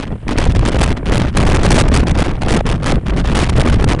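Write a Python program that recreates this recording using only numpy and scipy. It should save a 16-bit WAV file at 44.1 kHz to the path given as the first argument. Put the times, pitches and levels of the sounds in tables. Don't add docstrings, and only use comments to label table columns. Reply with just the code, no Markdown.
import sys
import numpy as np
from scipy import signal
from scipy.fft import rfft, irfft
from scipy.io import wavfile
from scipy.ndimage import uniform_filter1d

SR = 44100
rng = np.random.default_rng(int(sys.argv[2]) if len(sys.argv) > 2 else 0)


def unload_wav(signal):
    wavfile.write(
        sys.argv[1],
        SR,
        np.round(np.clip(np.atleast_2d(signal).T, -1, 1) * 32767).astype(np.int16),
    )


N = 176400


def undb(db):
    return 10 ** (np.asarray(db) / 20)


def unit(x):
    return x / np.sqrt(np.mean(x ** 2))


def noise(spectrum):
    hz, db = np.array(spectrum, float).T
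    f = np.maximum(np.fft.rfftfreq(N, 1 / SR), 1)
    gain = undb(np.interp(np.log(f), np.log(hz), db))
    return unit(irfft(rfft(rng.standard_normal(N)) * gain, N))


def wander(hz):
    f = np.fft.rfftfreq(N, 1 / SR)
    return unit(irfft(rfft(rng.standard_normal(N)) / (1 + (f / hz) ** 2), N))


def steady(x, samples):
    return x / np.sqrt(uniform_filter1d(uniform_filter1d(x ** 2, samples), samples) + 1e-12)


def gusts(t):
    # start_s, length_s, level_db
    gust_events = [(0.0, 0.046, -31), (0.077, 0.0055, -30), (0.12, 0.0083, -39.5), (0.279, 0.054, -27),
                   (0.339, 0.028, -38), (0.368, 0.02, -27.5), (0.38, 0.015, -21), (0.397, 0.059, -26),
                   (0.453, 0.072, -30), (0.55, 0.023, -26), (0.576, 0.087, -34.5), (0.592, 0.0061, -25.5),
                   (0.651, 0.045, -24), (0.711, 0.061, -28), (0.784, 0.03, -26), (0.812, 0.035, -19),
                   (0.852, 0.077, -27.5), (0.964, 0.023, -32), (1.058, 0.051, -28.5), (1.117, 0.065, -23.5),
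                   (1.197, 0.031, -26.5), (1.225, 0.081, -31.5), (1.338, 0.032, -32), (1.369, 0.0064, -16),
                   (1.373, 0.064, -24.5), (1.452, 0.081, -24), (1.541, 0.035, -22), (1.585, 0.052, -29),
                   (1.633, 0.036, -22), (1.652, 0.085, -27), (1.705, 0.024, -17), (1.727, 0.012, -32),
                   (1.742, 0.0293, -20.5), (1.778, 0.043, -17.5), (1.836, 0.035, -32.5),
                   (1.88, 0.012, -24.5), (1.915, 0.032, -28), (1.938, 0.038, -19), (1.979, 0.033, -26.5),
                   (2.001, 0.039, -31.5), (2.064, 0.053, -26), (2.145, 0.02, -30), (2.174, 0.055, -24),
                   (2.24, 0.032, -27), (2.278, 0.041, -30.5), (2.333, 0.035, -40.5), (2.413, 0.024, -26.5),
                   (2.441, 0.03, -34.5), (2.481, 0.094, -23), (2.566, 0.045, -31), (2.657, 0.073, -25),
                   (2.737, 0.028, -34.5), (2.824, 0.024, -29), (2.854, 0.07, -23), (2.938, 0.021, -30.5),
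                   (3.06, 0.051, -30.5), (3.132, 0.019, -37.5), (3.164, 0.052, -27.5),
                   (3.241, 0.097, -28.5), (3.349, 0.096, -22), (3.444, 0.033, -29.5), (3.491, 0.013, -22),
                   (3.523, 0.023, -33), (3.555, 0.03, -25), (3.594, 0.027, -22), (3.633, 0.0047, -30),
                   (3.651, 0.06, -25.5), (3.721, 0.025, -24.5), (3.74, 0.033, -34), (3.785, 0.047, -30),
                   (3.841, 0.0075, -22.5), (3.876, 0.059, -23.5), (3.948, 0.0065, -31.5),
                   (3.988, 0.015, -29)]
    attack_s, release_s, breeze_db = 0.0046, 0.0022, -55.5
    power = undb(breeze_db) ** 2
    for start_s, length_s, level_db in gust_events:
        rise = np.clip((t - start_s) / attack_s + .5, 0, 1)
        fall = np.clip((start_s + length_s - t) / release_s + .5, 0, 1)
        power = power + rise * fall * undb(level_db) ** 2
    return np.sqrt(power)


def flow_separation(strength):
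    dense_db, thinning_db, depth_db = -27, 11.5, 15
    bias = np.clip((20 * np.log10(strength) - dense_db) / thinning_db, -1, 1)
    detached = np.tanh(2.46 * (wander(hz=162) + bias)) / 2
    return steady(undb(depth_db * detached), samples=640)


def eddies(t, bursts):
    # time_s, large_eddy_db, small_eddy_db
    buffeting = [(0.0, -30, -23), (0.1, -24.5, -34), (0.12, -16.5, -21), (0.2, -38.5, -50.5),
                 (0.29, -16.5, -21.5), (0.37, -28, -22), (0.38, -9, -15.5), (0.44, -19.5, -24),
                 (0.49, -3.5, -15.5), (0.53, -17.5, -49), (0.54, -15.5, -19), (0.6, -7, -29),
                 (0.63, -18, -20), (0.68, -14.5, -13.5), (0.7, -20, -23.5), (0.82, -13.5, -15.5),
                 (0.87, -17, -26.5), (0.92, -13.5, -20), (0.95, -23.5, -29), (1.05, -22, -29.5),
                 (1.1, -14, -15.5), (1.29, -17, -23), (1.31, -26, -41), (1.34, -17.5, -30.5),
                 (1.38, -11.5, -16), (1.64, -14, -18), (1.66, -10, -14.5), (2.03, -12, -17.5),
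                 (2.06, -19, -21.5), (2.12, -8, -23), (2.14, -18.5, -25.5), (2.22, -13.5, -10.5),
                 (2.24, -29, -25), (2.29, -14.5, -19.5), (2.39, -22.5, -32.5), (2.44, -16.5, -22),
                 (2.58, -12, -14.5), (2.6, -16.5, -15), (2.64, -25.5, -38.5), (2.66, -16, -12),
                 (2.67, -16, -24), (2.75, -14.5, -20), (2.78, -20.5, -35), (2.87, -19.5, -18.5),
                 (2.97, -10, -19.5), (3.01, -30, -42), (3.09, -16.5, -21.5), (3.35, -13.5, -23),
                 (3.41, -16.5, -13.5), (3.43, -6.5, -21), (3.46, -23, -30), (3.5, -11.5, -12.5),
                 (3.51, -18, -27), (3.6, -5, -15), (3.62, -12, -27), (3.65, -24, -13), (3.7, -9, -22),
                 (3.93, -15.5, -16.5), (3.95, -18, -23), (4.0, -18.5, -31)]
    # frequency_hz, relative_db
    thump_spectrum = [(5, -28), (16, 3.5), (28, 0), (55, 2), (90, -2), (150, -5), (220, -10.5), (450, -37),
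                      (900, -48), (3000, -70)]
    # frequency_hz, relative_db
    churn_spectrum = [(60, 5.5), (150, -4.5), (270, 2.5), (550, -6.5), (1000, -15), (2000, -24),
                      (4000, -48), (10000, -103)]
    time_s, large_db, small_db = np.array(buffeting).T
    thump = steady(noise(thump_spectrum), samples=1100)
    churn = noise(churn_spectrum)
    lumps = undb(8 * wander(hz=60)) * bursts ** 0.38
    churn = steady(churn * lumps, samples=1100)
    thump_gain = undb(np.interp(t, time_s, large_db) + 2)
    churn_gain = undb(np.interp(t, time_s, small_db) + 3.5)
    return thump * thump_gain + churn * churn_gain


def crackle(strength):
    spits_per_s, decay_s, reach_s = 40, 0.0016, 0.077
    onsets = rng.random(N) < spits_per_s / SR
    sizes = undb(2.5 * np.clip(rng.standard_normal(N), -2, 2))
    spits = signal.lfilter([1], [1, -np.exp(-1 / (decay_s * SR))], onsets * sizes + 1e-18)
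    nearby_flow = uniform_filter1d(strength, int(reach_s * SR))
    return spits * undb(-16) * nearby_flow ** 0.52


def tearing(flow):
    # frequency_hz, relative_db
    rasp_spectrum = [(100, -7), (500, 5.5), (1000, 3), (2000, 0), (3300, -3.5), (4000, -9), (6000, -16.5),
                     (10000, -38.5)]
    # frequency_hz, relative_db
    fizz_spectrum = [(500, -10), (2000, -49), (3300, -5.5), (4200, 6.5), (7000, 4), (10000, 2.5)]
    knee_db, max_growth_db = -23, 5.5
    growth = np.minimum((flow / undb(knee_db)) ** 1.1, undb(max_growth_db))
    rasp = noise(rasp_spectrum)
    fizz = unit(noise(fizz_spectrum) * undb(3.5 * wander(hz=1500)))
    return flow * (undb(3.5) * rasp + undb(-5.5) * growth * fizz)


def engine():
    # multiple, relative_db
    orders = [(1, 4), (2, 9), (3, 4.5)]
    firing_hz = 55.2 * (1 + .015 * wander(hz=5.5))
    phase = 2 * np.pi * np.cumsum(firing_hz) / SR
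    tones = sum(undb(db + 2 * wander(hz=4)) * np.sin(multiple * phase) for multiple, db in orders)
    return undb(-36) * unit(tones)


def tyres():
    # frequency_hz, relative_db
    road_spectrum = [(20, -6), (60, 2.5), (130, 1.5), (270, -15), (600, -26), (1500, -25.5), (3200, -28.5),
                     (4500, -67), (7500, -39), (10000, -36)]
    return undb(-38.5) * noise(road_spectrum)


def scene():
    t = np.arange(N) / SR
    strength = gusts(t)
    bursts = flow_separation(strength)
    buffet = eddies(t, bursts)
    torn_flow = np.hypot(strength * bursts, crackle(strength))
    return (buffet + tearing(torn_flow) + engine() + tyres())[None]


def record(dry):
    hard_stop, soft_stop, knee_exponent, full_scale = 0.84, 0.72, 2.2, 0.617
    soft_side = dry / (1 + np.abs(dry / soft_stop) ** knee_exponent) ** (1 / knee_exponent)
    saturated = np.where(dry > 0, np.minimum(dry, hard_stop), soft_side)
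    treble_hz, band_limit_hz = 10040, 12000
    dulled = signal.sosfilt(signal.butter(16, treble_hz, fs=SR, output="sos"), saturated)
    clipped = np.clip(dulled, -full_scale, full_scale)
    return signal.sosfilt(signal.ellip(8, .2, 40, band_limit_hz, fs=SR, output="sos"), clipped)


dry = scene()
out = record(dry)
unload_wav(out)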